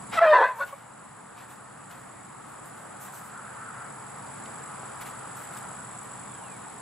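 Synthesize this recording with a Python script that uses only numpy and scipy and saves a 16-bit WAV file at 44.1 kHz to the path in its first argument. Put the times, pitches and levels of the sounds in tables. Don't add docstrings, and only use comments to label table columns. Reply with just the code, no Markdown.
import sys
import numpy as np
from scipy import signal
from scipy.fft import next_fast_len
from scipy.io import wavfile
from scipy.ndimage import uniform_filter1d

SR = 44100
rng = np.random.default_rng(int(sys.argv[2]) if len(sys.argv) > 2 else 0)


def wav_out(sig):
    wavfile.write(sys.argv[1], SR, np.round(np.clip(np.atleast_2d(sig).T, -1, 1) * 32767).astype(np.int16))


N = 300321
T = np.arange(N) / SR

# (frequency [Hz], likeness [0-1])
PORT_LIKENESS = [(30, .88), (60, 1), (135, 1), (210, 0.77), (330, 0.42), (560, 0.17), (850, 0.61),
                 (1250, 1), (1900, 0.7), (2800, 0.36), (4000, 0.5), (5500, 0.27), (6800, 0.66),
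                 (7700, 0.54), (8400, 0.77), (9300, 0.51), (10800, 0.17), (12000, 0.65)]
# (frequency [Hz], lead [rad])
PORT_LEAD = [(20, 0), (230, 0), (300, 3.1), (600, 3.1), (750, -.3), (4000, -.4), (7000, .2), (7700, -.4),
             (8400, -.9), (9300, -2.3), (10400, -2.8), (11800, -1.1)]
# (frequency [Hz], left minus right [dB])
PORT_BALANCE = [(60, -0.5), (110, 0.0), (200, 0.5), (380, 0.0), (700, 0.5), (1290, 1.0), (2380, 0),
                (4400, 1.5), (8120, -2.5), (15000, 2)]

# (time [s], engine rumble level [dB], tyre roar level [dB])
TRAFFIC_LEVELS = [(0, -46.5, -46.5), (.5, -50, -38.5), (1, -44, -39), (1.7, -43, -38.5), (2.5, -42.5, -37),
                  (3.4, -47, -40.5), (4.2, -49.5, -43), (5.4, -50, -43), (6.81, -50, -45)]
# (frequency [Hz], relative density [dB per Hz])
RUMBLE_SPECTRUM = [(20, -46), (45, -41), (62, -14.5), (90, -15.5), (105, -6.5), (115, 3), (128, -9),
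                   (160, -5.5), (198, -1.5), (235, -6.5), (290, -4), (420, -11), (550, -30), (900, -100)]
# (frequency [Hz], relative density [dB per Hz])
ROAR_SPECTRUM = [(250, -37), (420, -5), (642, -4), (872, -1), (1160, -2), (1250, -2.5), (1490, -6.5),
                 (1870, -10.5), (3200, -28.5), (4160, -33.5), (7040, -120)]
# (time [s], level [dB])
WHOOSH_LEVEL = [(0, -69), (1.5, -48), (3.3, -45.5), (3.55, -39.5), (3.83, -41), (4, -54.5), (5.8, -49.5),
                (6.2, -84), (6.81, -74)]
# (frequency [Hz], relative density [dB per Hz])
WHOOSH_SPECTRUM = [(700, -40), (1050, -6.5), (1300, 2), (1600, -5.5), (2100, -18.5), (3500, -39),
                   (7000, -89)]
# (time [s], level [dB])
AIR_LEVEL = [(0, -50.5), (1, -46), (2.5, -43.5), (4, -49), (5.5, -48.5), (6.81, -50)]
# (frequency [Hz], relative density [dB per Hz])
AIR_SPECTRUM = [(1300, -52), (2200, -13), (3200, -14.5), (5600, -19.5), (6500, -20), (7100, -4.5),
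                (7500, -8.5), (8100, -8.5), (8600, -11), (9500, -1), (10100, -6), (10900, -19),
                (12000, -35), (15600, -36)]
# (time [s], frequency [Hz], level [dB])
ENGINE_HUM = [(0, 136.3, -56), (2, 138, -50.5), (4.5, 137.3, -56), (5.4, 131.6, -56), (6.81, 127.6, -59)]

# (time [s], relative stroke level [dB])
CRICKET_LEVEL = [(0, -49.5), (1, -47), (2.4, -45.5), (5, -48.5), (5.9, -45.5), (6.81, -49)]
# (time [s], wing stroke rate [1/s])
CRICKET_PACE = [(0, 52.22), (1.2, 49.9), (1.4, 51.02), (2, 51.46), (3.8, 50.26), (4.8, 50.5), (5.8, 49),
                (6.4, 49.78)]
# (centre [Hz], nominal width [Hz], pulse rate [1/s], relative gate width [cycles],
# level before fade [dB], right lead [rad], fade end [s])
PULSING_INSECTS = [(4765, 260, 24.8, .45, -70.5, -.2, 5.9), (9750, 600, 66.8, .55, -57, -2.1, 20)]

# (peak time [s], length scale [s], bright hiss level [dB], duller rustle level [dB])
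BREATH_AND_SWISH_BURSTS = [(0.14, 0.036, -53, -32.5), (0.188, 0.039, -67, -51), (0.262, 0.12, -49.5, -32.5),
                           (0.472, 0.037, -53, -42), (0.593, 0.074, -44, -47), (.68, 0.041, -49, -41.5),
                           (0.776, 0.058, -57, -49.5), (1.387, 0.044, -50, -39), (1.506, 0.036, -46, -46),
                           (1.912, 0.025, -45, -39.5), (1.98, 0.055, -54, -47), (2.49, 0.047, -55, -69),
                           (2.662, 0.028, -47, -64), (2.784, 0.067, -56, -62), (3.023, 0.04, -39.5, -51),
                           (3.07, 0.027, -55, -49), (3.152, 0.051, -42.5, -51), (3.257, 0.034, -53, -64),
                           (5.015, 0.014, -45.5, -41), (5.066, 0.027, -49, -45), (5.368, 0.022, -49, -56),
                           (5.417, 0.039, -53, -53), (5.55, 0.051, -54, -52), (5.574, 0.011, -49, -58),
                           (6.04, .02, -60, -65)]
# (frequency [Hz], relative density [dB per Hz])
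HISS_SPECTRUM = [(1500, -35), (3500, -18), (6000, -11), (9000, -4), (12000, -3), (15600, -17)]
# (frequency [Hz], relative density [dB per Hz])
RUSTLE_SPECTRUM = [(150, -16), (500, -6), (1500, -3.5), (3000, -11), (5500, -23.5), (9000, -32),
                   (15600, -42)]

# (time [s], pitch [Hz], fundamental level [dB],
# overtone level [dB], extra overtone slope [dB per partial])
CLEAR_SQUEAL = [(.145, 745, -52, -68, 4), (.165, 701, -45, -50, 1), (.18, 655.4, -38, -35.5, -3),
                (.193, 645, -35, -24.5, -3), (.206, 664, -36, -36, -0.5), (.216, 664, -18.5, -27, -3),
                (.225, 679, -11.5, -30, -2.5), (.24, 667, -17.5, -22.5, -5), (.26, 637.6, -16.5, -31, -1.5),
                (.28, 620, -17.5, -23.5, -1), (.3, 620, -16, -30, 1), (.331, 597.6, -15.5, -26.5, 0),
                (.345, 610, -52, -36, -3)]
CLEAR_OFFSETS = [-1.5, -8.5, -15, -19, -25, -33, -33]
# (time [s], level [dB], throat frequency scale [ratio],
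# brightness [dB per octave])
RASP_CURVE = [(0.199, -33.5, 1.43, -4), (.23, -26, 1.1, 0), (.255, -24.5, 0.98, 1.5), (.29, -36, 0.98, 0.5),
              (.325, -29, 1.04, 1), (.339, -19, 1.04, 0), (.375, -20.5, 1.015, 0.5),
              (0.411, -20, 0.93, 0.5), (0.429, -21, 0.95, 0), (.46, -27, 1.04, 0.5), (.51, -40.5, 1.04, 2),
              (.57, -55, 0.996, 0), (.605, -36, 1.01, 4.5), (.64, -38, 1.04, 4), (.67, -62, 0.76, -2)]
# (frequency [Hz], nominal width [Hz], relative level [dB])
THROAT_RESONANCES = [(363, 81, -18.5), (573, 140, -0.5), (690, 230, -9), (1002, 200, 3), (1275, 110, -12),
                     (1539, 105, -2), (1770, 150, -8.5), (1965, 76, -18), (2510, 270, -20.5),
                     (2730, 170, -24.5), (3060, 330, -37), (3420, 220, -22.5), (3780, 820, -28.5),
                     (4270, 390, -26.5), (4970, 560, -41), (5740, 540, -41), (6340, 1100, -40)]
# (time [s], whistle frequency [Hz], whistle level [dB], sideband level [dB])
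WHISTLE_NOTES = [(659, [(.215, 1697, -48, -43), (.232, 1716, -29, -27), (.25, 1714, -25, -35),
                 (.265, 1708, -37, -28), (.3, 1727, -48, -45)]), (220, [(.305, 1872, -42, -60),
                 (.333, 1807, -22, -33), (.36, 1786, -45, -25.5), (.39, 1714, -23, -34),
                 (.45, 1766, -38, -23), (.51, 1732, -48, -55)]), (556, [(.597, 1530, -48, -60),
                 (.605, 1536, -41, -57), (.615, 1460, -27, -56), (.635, 1459, -29.5, -51),
                 (.68, 1453, -63, -72)])]
# (shift [fold rates], level offset [dB])
SIDEBAND_OFFSETS = [(-1, -2.5), (-.5, -5), (1, -10), (1.6, -29)]
# (time [s], pitch [Hz],
# fundamental level [dB], overtone level [dB], extra overtone slope [dB per partial])
ROUGH_BREAK = [(.325, 521, -54, -30, -2), (.336, 497, -28.5, -16.5, 1), (.36, 503.6, -34, -19, -0.5),
               (.385, 483.2, -37.5, -20.5, -1), (.42, 465, -28, -25.5, -3), (.432, 509, -45, -20.5, 0),
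               (.452, 502.6, -35, -27, 1.5), (.462, 504.6, -42, -48, 10.5), (.49, 504.3, -56, -30, 2),
               (.53, 502.4, -65, -39, 1.5), (.545, 467.5, -68, -47, 4), (.575, 445, -60, -45, 5),
               (.6, 512, -56, -40, -3)]
ROUGH_OFFSETS = [1, -20, -20, -27.5]
# (start [s], length [s], pitch [Hz], level [dB])
AFTER_NOTE_EVENTS = [(.595, 0.06, 562, -33), (0.72, .04, 558, -41)]
AFTER_OFFSETS = [-2, 2, -20, -19]
# (start [s], peak level [dB], centre [Hz])
TICK_EVENTS = [(0.679, -32, 2480), (1.913, -30, 3280), (4.457, -40, 2260), (4.83, -33.5, 600),
               (5.0121, -49, 2600), (5.064, -45, 2380), (5.375, -49, 6000), (5.572, -43, 3600)]

# (start [s], length [s], first pitch [Hz], last pitch [Hz], level [dB])
BIRD_WHISTLES = [(6.285, .125, 3580, 3030, -66), (6.435, .14, 2860, 2150, -60)]

PAIR_MS, JITTER_MS = 2.1, 1.5
NEAR_DB = 10
SHED_DB, SHED_T60_S = -17, .3
AFTER_RISE_S, AFTER_SCOOP = .01, .042
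AFTER_START_DB, AFTER_SAG_DB, AFTER_END_DB = -26, -.5, -30
EDGE_HZ = 15720


def amp(db):
    return 10 ** (np.asarray(db) / 20)


def evened(x):
    return x / np.sqrt(np.mean(x ** 2) + 1e-20)


def smoothed(x, size, axis=-1):
    return uniform_filter1d(x, size=size, axis=axis)


def read(points, hz):
    f, value = np.transpose(points)
    return np.interp(np.log(hz + 1), np.log(f + 1), value)


def level(curve):
    return amp(np.interp(T, *np.transpose(curve)))


def resonate(x, hz, width):
    turn = np.exp(2j * np.pi * np.cumsum(hz * np.ones(x.shape[-1])) / SR)
    r = np.exp(-np.pi * width / SR)
    baseband = signal.lfilter([(1 - r) ** 2], [1, -2 * r, r * r], x / turn + 1e-18)
    return 2 * (turn * baseband).real


def noise(spectrum, patchy_db, likeness=0.95, size=1024):
    hz = np.fft.rfftfreq(size, 1 / SR)
    a, b, c, d, patches = rng.standard_normal((4 * N // size + 5, len(hz), 5)).T
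    patches = evened(smoothed(smoothed(patches, 8, axis=0), 12, axis=1))
    same = np.clip(likeness * read(PORT_LIKENESS, hz), 0, 1)[:, None]
    left = a + 1j * b
    right = same * left + np.sqrt(1 - same ** 2) * (c + 1j * d)
    right = right * np.exp(1j * read(PORT_LEAD, hz))[:, None]
    lean = amp(read(PORT_BALANCE, hz) / 2)[:, None]
    colour = amp(read(spectrum, hz)[:, None] + patchy_db * patches)
    spectra = np.array([left * lean, right / lean]) * colour
    sound = signal.istft(spectra, nperseg=size, noverlap=3 * size // 4)[1]
    return evened(sound[:, :N])


def notes(tables, wobble, flutter_db=0.):
    out = np.zeros(N)
    for rows in tables:
        s, hz, *levels_db = np.transpose(rows)
        on = (T >= s[0]) & (T < s[-1])
        t = T[on]
        shake = evened(smoothed(rng.standard_normal(len(t)), 200))
        flutter = rng.standard_normal((len(levels_db), len(t)))
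        flutter = evened(smoothed(smoothed(flutter, 150), 150))
        phase = 2 * np.pi * np.cumsum(np.interp(t, s, hz) * (1 + wobble * shake)) / SR
        tone = np.zeros(len(t))
        for k, db in enumerate(levels_db):
            partial_db = np.interp(t, s, db) + flutter_db * flutter[k] * np.log2(k + 1)
            tone += amp(partial_db) * np.sin((k + 1) * phase)
        edges = signal.windows.tukey(len(t), min(0.0044 / (s[-1] - s[0]), 1))
        out[on] += np.sqrt(2) * tone * edges
    return out


def traffic():
    s, rumble_db, roar_db = np.transpose(TRAFFIC_LEVELS)
    rumble = amp(np.interp(T, s, rumble_db)) * noise(RUMBLE_SPECTRUM, 0.65, size=4096)
    roar = amp(np.interp(T, s, roar_db)) * noise(ROAR_SPECTRUM, 0.99)
    whoosh = level(WHOOSH_LEVEL) * noise(WHOOSH_SPECTRUM, 2.0)
    return rumble + roar + whoosh


def pasture_air():
    return level(AIR_LEVEL) * noise(AIR_SPECTRUM, .8)


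def engine_hum():
    return notes([ENGINE_HUM], 0.061)


def cricket():
    s, rate = np.transpose(CRICKET_PACE)
    count = np.cumsum(rate[np.searchsorted(s, T, "right") - 1]) / SR
    n = np.arange(count[-1])
    jitter, size, swap = rng.standard_normal((len(n), 3)).T
    partner = np.tanh(2 * evened(smoothed(swap, 12)))
    shift_ms = (-1) ** n * PAIR_MS * partner + JITTER_MS * jitter
    at = np.interp(n, count, T) + shift_ms / 1000 - .002
    train = np.zeros(N)
    stroke_db = 1.84 * size + np.interp(at, *np.transpose(CRICKET_LEVEL))
    train[np.clip((at * SR).astype(int), 0, N - 1)] = amp(stroke_db)
    u = np.linspace(0, 1, round(0.0096 * SR))
    dip = 1 - 0.45 * np.exp(-((u - .55) / 0.083) ** 2)
    shape = signal.windows.tukey(len(u), .5) * (1 - 0.25 * u) * dip
    phase = 2 * np.pi * np.cumsum(8050 - 550 * u) / SR
    ports = []
    for lead in (0, read(PORT_LEAD, 7500)):
        chirp = 2.04 * shape * np.sin(phase + lead)
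        ports.append(signal.oaconvolve(train, chirp)[:N])
    return np.array(ports)


def pulsers():
    out = np.zeros((2, N))
    for hz, width, rate, duty, db, lead, stop in PULSING_INSECTS:
        drift = evened(smoothed(rng.standard_normal(N), SR // 4))
        cycle = np.cumsum(rate * (1 + 0.0087 * drift)) / SR % 1
        gate = np.exp(-((cycle - .5) / (duty / 2)) ** 2)
        scrape = resonate(rng.standard_normal(N), hz, width) * gate
        scrape = resonate(scrape, hz, 2 * width)
        analytic = signal.hilbert(scrape, next_fast_len(N))[:N]
        ports = (analytic * np.exp(1j * np.array([[0], [lead]]))).real
        fade = np.clip((stop - T) / 0.2, .3, 1)
        out += amp(db) * evened(ports) * fade
    return out


def breath_and_swishes():
    s, half, hiss_db, rustle_db = np.transpose(BREATH_AND_SWISH_BURSTS)
    coarse = T[::32]
    since = coarse[:, None] - s
    bells = np.exp(-(since / np.where(since < 0, .5 * half, 1.4 * half)) ** 2)
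    grain = amp(0.28 * evened(smoothed(rng.standard_normal(N), 60)))
    hiss_level = np.interp(T, coarse, bells @ amp(hiss_db))
    rustle_level = np.interp(T, coarse, bells @ amp(rustle_db))
    hiss = hiss_level * noise(HISS_SPECTRUM, 1.7, likeness=1.5)
    rustle = rustle_level * noise(RUSTLE_SPECTRUM, 1.8, likeness=2.15)
    return grain * (hiss + rustle)


def register(rows, overtones_db):
    steps = np.arange(len(overtones_db))
    return [(s, hz, low_db, *(high_db + slope_db * steps + overtones_db))
            for s, hz, low_db, high_db, slope_db in rows]


def squeal():
    return notes([register(CLEAR_SQUEAL, CLEAR_OFFSETS)], 0.0035, flutter_db=2.0)


def shed(x):
    size = SR // 2
    taps = rng.choice([-1., 1.], (2, size)) * (rng.random((2, size)) < 1500 / SR)
    taps = taps + .5 * taps[::-1]
    taps = taps * amp(-60 * T[:size] / SHED_T60_S) * (T[:size] > .006)
    return signal.fftconvolve(x[None], taps / np.linalg.norm(taps[0]), axes=1)[:, :N]


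def rasp():
    s, db, scale, bright_db = np.transpose(RASP_CURVE)
    t = T[:SR]
    unsteady = evened(smoothed(rng.standard_normal(SR), 250))
    turns = np.cumsum(230 * (1 + .35 * unsteady)) / SR
    flaps = (0.51 + np.exp(-(turns % 1) / 0.15)) * rng.standard_normal(SR)
    throat = np.zeros(SR)
    for k, (hz, width, g_db) in enumerate(THROAT_RESONANCES):
        gain = amp(g_db + np.log2(hz / 1000) * np.interp(t, s, bright_db))
        formant = resonate(flaps, hz * np.interp(t, s, scale), width) / np.sqrt(width)
        throat += (-1) ** k * gain * formant
    throat = throat / np.sqrt(smoothed(throat ** 2, 700))
    return np.pad(throat * amp(np.interp(t, s, db, -120, -120)), (0, N - SR))


def beating():
    lines = []
    for fold_hz, rows in WHISTLE_NOTES:
        s, hz, db, side_db = np.transpose(rows)
        lines.append(np.transpose([s, hz, db]))
        for k, g_db in SIDEBAND_OFFSETS:
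            lines.append(np.transpose([s, hz + k * fold_hz, side_db + g_db]))
    return notes(lines, 0.0096)


def rough_break():
    return notes([register(ROUGH_BREAK, ROUGH_OFFSETS)], 0.021, flutter_db=1.0)


def after_note(start, length, hz, db):
    shape = [(start, hz * (1 + AFTER_SCOOP), AFTER_START_DB),
             (start + AFTER_RISE_S, hz, 0),
             (start + 2 * AFTER_RISE_S, hz, AFTER_SAG_DB),
             (start + length, hz, AFTER_END_DB)]
    return [(s, f, *(db + g_db + np.array(AFTER_OFFSETS))) for s, f, g_db in shape]


def after_notes():
    return notes([after_note(*row) for row in AFTER_NOTE_EVENTS], 0.0035, flutter_db=2.0)


def ticks():
    out, t = np.zeros(N), T[:1500]
    for s, db, hz in TICK_EVENTS:
        burst = rng.standard_normal(len(t)) * amp(-60 * t / .03)
        crack = resonate(burst, hz, 1.6 * hz)
        out[round(s * SR):][:len(t)] += amp(db) * crack / abs(crack).max()
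    return out


def bird():
    return notes([[(s, from_hz, db), (s + length, to_hz, db)]
                  for s, length, from_hz, to_hz, db in BIRD_WHISTLES], 0.006)


def scene():
    field = traffic() + pasture_air() + engine_hum() + cricket() + pulsers() + bird()
    bursts = breath_and_swishes()
    voice = squeal() + rasp() + beating() + rough_break() + after_notes()
    mouth = signal.butter(4, 330, "highpass", fs=SR, output="sos")
    close = amp(NEAR_DB) * signal.sosfilt(mouth, voice) + ticks()
    direct = close * amp([[.2], [-.2]])
    return direct + amp(SHED_DB) * shed(close) + field + bursts


def record(dry):
    power = uniform_filter1d((dry ** 2).mean(0), size=300, origin=149)
    loud = np.roll(power > amp(-21.5) ** 2, 480)
    last = np.maximum.accumulate(np.where(loud, T, -100))
    cut_db = np.clip(10.1 - 4.94 * np.maximum(T - last - 1.7, 0), 0, None)
    ducked = dry / amp(uniform_filter1d(cut_db, size=60, origin=29))
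    band_limit = signal.firwin(1023, EDGE_HZ, window=("kaiser", 9), fs=SR)
    return signal.oaconvolve(ducked, band_limit[None], "same")


dry = scene()
out = record(dry)
wav_out(out)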